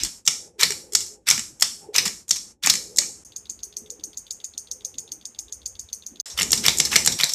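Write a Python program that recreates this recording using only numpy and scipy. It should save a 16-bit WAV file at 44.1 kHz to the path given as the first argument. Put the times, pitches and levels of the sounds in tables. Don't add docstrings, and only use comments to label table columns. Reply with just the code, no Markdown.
import sys
import numpy as np
from scipy import signal
from scipy.fft import rfft, irfft
from scipy.io import wavfile
from scipy.ndimage import uniform_filter1d

SR = 44100
rng = np.random.default_rng(int(sys.argv[2]) if len(sys.argv) > 2 else 0)


def boost_factor(decibels):
    exponent = np.asarray(decibels, float) / 20
    return 10 ** exponent


def int16_out(signal):
    q = np.round(np.clip(np.atleast_2d(signal).T, -1, 1) * 32767)
    wavfile.write(sys.argv[1], SR, q.astype(np.int16))


N = 323694
PAD = 8192
SLAP_T = np.arange(2048) / SR

# start_s, end_s
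SCENES = [
    (0, 3.238),
    (3.2485, 6.2125),
    (6.2575, 7.4),
]
SCENE_HISS_DB = [-64, -66.5, -54]

# landing_s, level_db, frame_db
COUNTS = [
    (.276, -2, -12.5),
    (0.9503, -3.5, -22),
    (1.6228, -3, -25),
    (2.3083, -5.5, -25),
    (2.9847, -3, -17),
    (6.5307, -2.5, -16.5),
    (6.8009, -3, -11.5),
    (7.0747, -2.5, -11),
]
# close_s, level_db
COUNT_CONTACTS = [(.263, -22), (0.933, -22), (1.6086, -19.5), (2.2917, -21), (2.9712, -17), (6.5181, -8),
                  (6.7849, -10.5), (7.061, -9)]
# first_touch_s, rattle_length_s, rattle_db
CARRIES = [
    (0.5926, .047, -27),
    (1.2683, 0.058, -26.5),
    (1.942, .047, -30),
    (2.634, .063, -29),
    (6.376, 0.052, -35.5),
    (6.639, 0.025, -27),
    (6.9164, 0.034, -27),
    (7.1888, .052, -33),
]
# touch_s, level_db
THIRD_TOUCHES = [(0.6106, -10.5), (1.2869, -7.5), (1.9611, -10), (2.6608, -10), (6.3981, -14.5),
                 (6.663, -6.5), (6.9378, -18), (7.2097, -11.5)]
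# landing_s, level_db, pitch_hz,
# frame_db, chatter_ms
LANDINGS = [(-.03, -8.5, 5500, -4.5, 8.2), (0.0343, -10, 6800, -26, 3.3), (0.6236, -18, 5700, 2.5, 4.3),
            (0.6318, -1, 4830, -10, 5.8), (1.3011, -4.5, 6000, -23, 2.4), (1.3105, -3, 6400, -9.5, 1.8),
            (1.9813, -5, 4860, -7.5, 11), (2.6715, -6, 6260, -5, 2.1), (2.6987, -2.5, 5470, -21, 5.3),
            (6.18, -15, 6460, 0, 12), (6.215, -13, 5800, -21, 7.9), (6.3, -30.5, 5900, -25, 82),
            (6.4098, -17.5, 4230, 2, 5.5), (6.4186, -10.5, 6340, -14, 4.8),
            (6.4297, -10.5, 6600, -15.5, 2.8), (6.6821, -.1, 4560, -8, 3), (6.6933, -14.5, 6920, -25, 2.3),
            (6.9572, -7.5, 5900, 0.5, 8.4), (6.9618, -1, 5750, -8, 3), (7.2344, -3.5, 4010, -8.5, 1.6),
            (7.2406, -7, 6130, -36, 5.1), (7.3351, -10, 6870, -50, 3.3)]
# release_s, level_db, rebound_db
RELEASES = [(0.7053, -15.5, -19.5), (1.3776, -16, -18), (2.0628, -18.5, -17), (2.7385, -15.5, -13.5)]
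# tick_s, level_db, frame_db
TICKS = [(0.0482, -19, -49), (0.9635, -38, -31), (1.0063, -24, -16), (1.0632, -35, -36), (1.3177, -26, -6),
         (2.0536, -16, -7.5), (2.358, -25, -10.5), (3.0176, -34, 0), (6.575, -16, -17),
         (6.8508, -13.5, -22), (6.8693, -34, 2.5), (6.9461, -26, -6), (7.121, -17.5, -27),
         (7.2926, -18, -25), (7.3192, -26.5, -23)]

# pitch_hz, frame_db, sizzle_db, chatter_ms
FIRST_CONTACT, SECOND_CONTACT = (7203.5, -30, -14.5, 6), (7001.5, -32.5, -9, 6.0)
TOUCH, FRAME_KNOCK, THIRD_TOUCH = (4895.5, -8.5, -9.5, 15), (5406.5, 5, -7, 20.5), (6104, -13.5, -6, 3)
RELEASE, RELEASE_REBOUND = (6511, -7, -10.5, 2), (6503, -11, -23.5, 4)
COUNT_HZ, COUNT_SIZZLE_DB, LANDING_SIZZLE_DB = 5880, -18.5, -15
TICK_HZ, TICK_SIZZLE_DB, TICK_MS = 5900, -13.5, 23
# first_contact_db, count_chatter_ms, touch_db, knock_db, chatter_share, bounce_db
SLOW_PACE, FAST_PACE = (-6, 3.5, -17.5, -25, 1.73, -6.5), (-6.5, 1, -21, -21, 1.03, -9)
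FAST_FROM_S = 5
SLOW_GAP_S, FAST_GAP_S = .0108, .0122
BOUNCE_S, BOUNCE_HZ = .0032, 7600
RELEASE_REBOUND_S, RATTLE_LEAD_S = .0152, .012
KNOCK_SHARE = .5

# delay_s, level_db, pitch_hz, chatter_ms
PULL_IN = [
    (-.0036, -21, 4600, 2.5),
    (0, -1, 6400, 1.0),
    (.0047, -11, 6300, 1.5),
    (.0078, -17, 6800, 2),
    (.017, -17, 8000, 2),
]
# blink_number, extra_db
ODD_BLINKS = [
    (15, -3),
    (18, 3),
    (19, -2),
    (21, -3),
    (22, 3),
]
BLINK_START_S, BLINK_PERIOD_S, BLINK_COUNT = 3.22757, .13511, 23
PULL_DB, PULL_SCATTER_DB, DROP_DB, DROP_SCATTER_DB = -18, 1.3, -37.5, -1.5
DROP_LEAD_S, REBOUND_S, REBOUND_DB = .0425, .0121, -5

# pitch_hz, level_db, t60_s
CHAIN_SPRINGS = [(3080, -6, 0.0055), (3510, 7.5, 0.0044), (3990, 5.5, 0.0045), (4670, 5.5, 0.0054),
                 (4860, 5.5, 0.0043), (5350, 5, 0.005), (5674, 3.5, 0.0084), (5900, 8.5, 0.0037),
                 (6353, 9.5, 0.0028), (6970, 11, 0.0048), (6957, 8.5, 0.0055), (7570, 1, 0.0068),
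                 (7960, -3, 0.01), (8090, 3, 0.0051), (9340, -6.5, 0.0049), (10430, -0.5, 0.0069)]
# pitch_hz, level_db, t60_s
BLINKER_SPRINGS = [(2740, -4.5, 0.00077), (3520, 2.5, 0.0052), (3920, 2.5, 0.0043), (4510, 1.5, 0.0072),
                   (5300, -3.5, 0.0061), (6162, 0.5, 0.0058), (6640, 3, 0.0049), (7900, -3.5, 0.0032),
                   (8760, 2, 0.0061), (9650, 3, 0.0043)]
# pitch_hz, level_db, t60_s
FRAME = [(1170, -8, 0.0054), (1438, -6.5, .006), (1744, -2, 0.0045), (2320, 0.5, 0.009),
         (2560, -3.5, 0.0068), (2990, -6.5, 0.0092)]
# pitch_hz, level_db, t60_s
BENCH = [(150, -1.5, 0.075), (463, -1, 0.02), (898, -1, 0.02), (585, -8, 0.02)]
# pitch_hz, level_db, t60_s
ROOM_CHAIN = [(296, -30, 0.097), (1060, -36.5, 0.29), (2300, -37, 0.28), (3440, -37.5, 0.29),
              (5000, -38, 0.4), (7200, -38, 0.44), (10600, -39, 0.57), (13000, -41.5, 0.38)]
# pitch_hz, level_db, t60_s
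ROOM_BLINKER = [(997, -39, 0.21), (2180, -21.5, 0.093), (4070, -40, 0.047), (5240, -36, 0.26),
                (6070, -35, 0.27), (8670, -34, 0.28), (12600, -27, 0.22)]

# start_s, level_db, pitch_hz
THUDS = [(0.029, -32.5, 326), (0.586, -32, 397), (0.627, -27.5, 477), (0.702, -27.5, 408),
         (0.928, -32, 413), (1.305, -30, 140), (1.378, -29, 228), (1.887, -26, 423), (2.061, -28, 192),
         (2.644, -34.5, 180), (2.672, -29.5, 279), (2.984, -36, 585), (3.667, -50, 370), (3.817, -40, 227),
         (3.92, -41, 484), (3.99, -43, 313), (4.072, -42, 306), (4.183, -54, 253), (4.543, -51, 265),
         (4.709, -53, 269), (4.758, -47, 507), (4.864, -47.5, 517), (4.949, -44, 266), (5.045, -47, 446),
         (5.119, -48, 306), (5.17, -47, 307), (5.292, -50.5, 231), (5.809, -57, 210), (5.971, -50, 213),
         (6.118, -40, 236)]
# start_s, end_s, level_db
RUMBLE_SWELLS = [(-.1, .06, -43), (3.44, 3.7, -66), (5.36, 5.47, -69), (5.56, 5.85, -60.5),
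                 (6.35, 7.12, -45)]
# start_s, end_s, level_db
AIR_SWELLS = [(-.1, .08, -48), (3.75, 4.2, -72.5), (4.7, 5.25, -69.5), (6.11, 6.19, -66.5),
              (6.42, 7.15, -41.5)]
# start_s, end_s, level_db
DRONE_SWELLS = [(.3, 1.2, -56.5), (1.84, 2.1, -48.5), (2.72, 3.1, -53.5), (3.78, 4.12, -64),
                (4.72, 5.15, -67.5), (6.4, 7.15, -46.5)]
RUMBLE_DB, AIR_DB, DRONE_DB, SWELL_RISE_S = -64, -65.5, -67, 0.04
LIFT_CARRY_DB, LIFT_COUNT_DB, LIFT_T60_S, LIFT_RUMBLE_DB = -42, -51, .6, -14.5
# pitch_hz, level_db
HISS_COLOUR = [(290, -11), (500, 10), (2740, 0.5), (3940, -4), (5060, -12), (6410, -11), (7070, -23.5),
               (14000, -24)]
# close_s, reopen_s, depth_db
GATE = [(0.19, 0.243, -19), (.467, 0.588, -15.5), (0.828, 0.914, -4), (1.14, 1.261, -18),
        (1.487, 1.597, -4), (1.843, 1.939, -9), (2.212, 2.273, -15), (2.518, 2.613, -30)]
GATE_CLOSE_S, GATE_OPEN_S = 0.06, .015


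def chain(rows, carries, wet_db, bench_db):
    near, far, knocks = slaps(rows, CHAIN_SPRINGS, focus_hz=1030, touch_db=-28, grit=5.5, count=4)
    soft_knocks = signal.fftconvolve(knocks, np.hanning(SR // 1500))[:len(knocks)]
    bench_ring = ring(BENCH, 0, np.arange(PAD) / SR)
    bench = boost_factor(bench_db) * signal.fftconvolve(soft_knocks, bench_ring)[:len(knocks)]
    rattle = scrape(carries)
    far[0] += bench + rattle
    echo = [(hz, db + wet_db, t60) for hz, db, t60 in ROOM_CHAIN]
    sound = room(near + rattle, far, echo, early_db=13.0)
    low = band(sound + bench[PAD:PAD + N], 130, 1000) * boost_factor(-12.5)
    return band(sound, 725, 28000) + low


def steps(fast, pace, gap_s):
    first_db, count_ms, touch_db, knock_db, share, bounce_db = pace
    rows = [(s, db, hz, frame_db, LANDING_SIZZLE_DB, ms) for s, db, hz, frame_db, ms in LANDINGS]
    rows += [(s, db, TICK_HZ, frame_db, TICK_SIZZLE_DB, TICK_MS) for s, db, frame_db in TICKS]
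    for (s, db, frame_db), (closes, lead_db) in zip(COUNTS, COUNT_CONTACTS):
        rows += [(closes - gap_s, lead_db + first_db, *FIRST_CONTACT),
                 (closes, lead_db, *SECOND_CONTACT),
                 (s, db, COUNT_HZ, frame_db, COUNT_SIZZLE_DB, count_ms),
                 (s + BOUNCE_S, db + bounce_db, BOUNCE_HZ, frame_db, COUNT_SIZZLE_DB, count_ms)]
    for (s, _, _), (third, third_db) in zip(CARRIES, THIRD_TOUCHES):
        rows += [(s, touch_db, *TOUCH),
                 (s + KNOCK_SHARE * (third - s), knock_db, *FRAME_KNOCK),
                 (third, third_db, *THIRD_TOUCH)]
    for s, db, rebound_db in RELEASES:
        rows += [(s, db, *RELEASE), (s + RELEASE_REBOUND_S, rebound_db, *RELEASE_REBOUND)]
    rows = [(*row[:-1], row[-1] * share) for row in rows]
    rattles = [(s - RATTLE_LEAD_S, s + length, db) for s, length, db in CARRIES]
    return [sorted(row for row in table if (row[0] > FAST_FROM_S) == fast) for table in (rows, rattles)]


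def scrape(spans):
    t = (np.arange(PAD + N + 2 * len(SLAP_T)) - PAD) / SR
    swell = sum(boost_factor(db) * np.interp(t, [start, start + 0.017, end, end + 0.016], [0, 1, 1, 0])
                for start, end, db in spans)
    grit = rng.standard_normal(len(t)) * boost_factor(2.9 * rng.standard_normal(len(t)))
    return swell * unit(band(grit, 1100, 9000) + 0.229 * band(grit, 8400, 16000))


def blinker():
    beats = blinks()
    pulls = [(s + delay, db + blow_db, hz, -46, -17, ms)
             for s, db, _ in beats for delay, blow_db, hz, ms in PULL_IN]
    drops = [(s - DROP_LEAD_S + lag + REBOUND_S * late, db + REBOUND_DB * late + off_db, hz, -22, -22, 5)
             for s, _, db in beats for late in (0, 1)
             for lag, hz, off_db in [(0, 3060, -1.7), (.0012, 6600, -11)]]
    near, far, _ = slaps(pulls + drops, BLINKER_SPRINGS, focus_hz=636, touch_db=-40, grit=2.86, count=2)
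    sound = room(near, far, ROOM_BLINKER, early_db=22)
    return band(band(sound, 2800, 25000), 2800, 24000)


def blinks():
    extra_db = np.zeros(BLINK_COUNT)
    for number, db in ODD_BLINKS:
        extra_db[number] = db
    chance = np.clip(rng.standard_normal((BLINK_COUNT, 2)), -1.5, 1.5)
    start_s = BLINK_START_S + BLINK_PERIOD_S * np.arange(BLINK_COUNT)
    pull_db = PULL_DB + extra_db + PULL_SCATTER_DB * chance[:, 0]
    drop_db = DROP_DB + DROP_SCATTER_DB * chance[:, 1]
    return list(zip(start_s, pull_db, drop_db))


def slaps(rows, modes, focus_hz, touch_db, grit, count):
    t = SLAP_T
    s, db, hz, frame_db, sizzle_db, ms = np.transpose(rows)[:, :, None]
    chance = rng.standard_normal((len(rows), 2 * len(t) + len(modes)))
    sign, size, colour = np.split(chance, [len(t), 2 * len(t)], axis=1)
    lead = int(.0035 * SR)
    rattle_out = np.exp(-(t - t[lead]) / (np.maximum(ms, .3) * 0.00038))
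    push = np.where(t < t[lead], boost_factor(touch_db), rattle_out) * sign * boost_factor(grit * size)
    off = (np.array(modes)[:, 0] - hz) / focus_hz
    springs = ring(modes, -6 * np.sqrt(1 + off ** 2) + 2.2 * colour)
    frame = ring(FRAME, 3 * colour[:, :len(FRAME)])
    sizzle = band(np.eye(1, len(t)), 6230, 16500)
    sound = blow = 0
    for body, level_db in [(springs, db), (frame, db + frame_db), (sizzle, db + sizzle_db)]:
        part = signal.fftconvolve(push, body, axes=1)[:, :len(t)]
        loudest = uniform_filter1d(part ** 2, size=70).max(axis=1, keepdims=True)
        part *= boost_factor(level_db) / np.sqrt(2 * loudest)
        sound = sound + part
        part_size = np.linalg.norm(part, axis=1, keepdims=True)
        blow = blow + body * part_size / np.linalg.norm(body, axis=1, keepdims=True)
    near, knocks = np.zeros((2, PAD + N + 2 * len(t)))
    far = np.zeros((count, len(near)))
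    place = np.arange(len(rows))[:, None] % count
    at = PAD + (s * SR).astype(int)
    np.add.at(near, at - lead + np.arange(len(t)), sound)
    np.add.at(far, (place, at + np.arange(len(t))), blow * np.sign(sign[:, :1]))
    np.add.at(knocks, at[:, 0], boost_factor(db + .5 * frame_db)[:, 0] * np.sign(sign[:, 1]))
    return near, far, knocks


def ring(modes, weight_db, t=SLAP_T):
    hz, db, t60 = np.transpose(modes)
    phase = np.pi * np.arange(len(hz))[:, None]
    shapes = np.sin(2 * np.pi * hz[:, None] * t + phase) * fade(t, t60[:, None])
    return boost_factor(db + weight_db) @ shapes


def room(near, far, table, early_db):
    t, tail = np.arange(SR // 2) / SR, 0
    hz, db, t60 = np.transpose(table)
    for f in 150 * 2 ** np.arange(0, 6.8, .25):
        band_db = np.interp(np.log(f), np.log(hz), db)
        band_t60 = np.interp(np.log(f), np.log(hz), t60)
        noise = unit(band(rng.standard_normal((len(far), len(t))), f / 1.09, f * 1.09))
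        noise *= np.sqrt(f * .35 / SR)
        tail = tail + boost_factor(band_db) * noise * fade(t, band_t60)
    tail *= np.minimum(t / 0.0066, 1) * (1 + boost_factor(early_db) * np.exp(-t / 0.0028))
    echo = signal.fftconvolve(far, tail, axes=1).sum(axis=0)[:len(near)]
    return (near + echo)[PAD:PAD + N]


def thuds():
    s, db, hz = np.transpose(THUDS)[:, :, None]
    t = np.arange(PAD // 2) / SR
    bumps = boost_factor(db - 0.5) * np.sin(2 * np.pi * hz * t) * np.minimum(t / 0.004, 1) * fade(t, 0.094)
    out = np.zeros(N + len(t))
    np.add.at(out, (s * SR).astype(int) + np.arange(len(t)), bumps)
    return out[:N]


def murk():
    t = np.arange(N) / SR
    kicks = [(s + length, LIFT_CARRY_DB) for s, length, _ in CARRIES]
    kicks += [(s, LIFT_COUNT_DB) for s, _, _ in COUNTS]
    lift = sum(boost_factor(db) * (t > s) * fade(np.abs(t - s), LIFT_T60_S) for s, db in kicks if s < FAST_FROM_S)
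    lift = uniform_filter1d(lift, size=1300)
    rumble = unit(band(band(rng.standard_normal(N), 36, 91), 37, 110))
    air = flicker([(140, 54, 3.8), (210, 35, 5.7), (307, 68, 5)])
    drone = flicker([(419.1, 7, 4.5), (360.4, 34, 3.0), (492, 44, 3.5), (614, 70, -8), (820, 57, -4)])
    rumble_level = swells(RUMBLE_SWELLS, RUMBLE_DB) + boost_factor(LIFT_RUMBLE_DB) * lift
    air_level = swells(AIR_SWELLS, AIR_DB) + lift
    return rumble_level * rumble + air_level * air + swells(DRONE_SWELLS, DRONE_DB) * drone


def flicker(bands):
    return unit(sum(boost_factor(db + 4.2 * walk(22)) * unit(band(rng.standard_normal(N), hz - wide_hz, hz + wide_hz))
                    for hz, wide_hz, db in bands))


def swells(rows, floor_db):
    t = np.arange(N) / SR
    return boost_factor(floor_db) + sum(
        boost_factor(db) * np.interp(t, [a - SWELL_RISE_S, a, b, b + SWELL_RISE_S], [0, 1, 1, 0]) ** 2
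        for a, b, db in rows)


def hiss():
    f = np.maximum(np.fft.rfftfreq(N, 1 / SR), 1)
    hz, db = np.transpose(HISS_COLOUR)
    colour = boost_factor(np.interp(np.log(f), np.log(hz), db))
    return unit(irfft(rfft(rng.standard_normal(N)) * colour, N))


def band(x, lo_hz, hi_hz):
    limits = [lo_hz, min(hi_hz, .45 * SR)]
    return signal.sosfilt(signal.butter(2, limits, "band", fs=SR, output="sos"), x)


def unit(x):
    return x / np.sqrt(np.mean(x ** 2))


def fade(t, t60_s):
    return np.exp(-np.log(1000) * t / t60_s)


def walk(rate_hz):
    k = int(SR / rate_hz)
    held = np.repeat(rng.standard_normal(N // k + 1), k)
    return uniform_filter1d(uniform_filter1d(held, k), k)[:N]


def scene():
    t = np.arange(N) / SR
    relays = [chain(*steps(False, SLOW_PACE, SLOW_GAP_S), wet_db=1.35, bench_db=-37),
              blinker(),
              chain(*steps(True, FAST_PACE, FAST_GAP_S), wet_db=1.0, bench_db=-29.0)]
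    gate_db = sum(np.interp(t, [a, min(a + GATE_CLOSE_S, b), b, b + GATE_OPEN_S], [0, db, db, 0])
                  for a, b, db in GATE)
    low, high = murk() + thuds(), hiss()
    out = np.zeros(N)
    for sound, hiss_db, (start, end) in zip(relays, SCENE_HISS_DB, SCENES):
        present = np.clip(np.minimum(t - start, end - t) / .001, 0, 1)
        gated = boost_factor(gate_db) * (sound + boost_factor(hiss_db) * high)
        out += present * (gated + boost_factor(0.26 * gate_db) * low)
    return out[None]


def top_cut(x):
    return signal.sosfilt(signal.butter(12, 15590, fs=SR, output="sos"), x)


def record(dry):
    full = np.clip(band(dry, 45, 25000), -.9, .9)
    cut = signal.sosfilt(signal.ellip(8, .2, 60, 14200, fs=SR, output="sos"), full)
    return top_cut(np.clip(cut, -1, 1))


dry = scene()
out = record(dry)
int16_out(out)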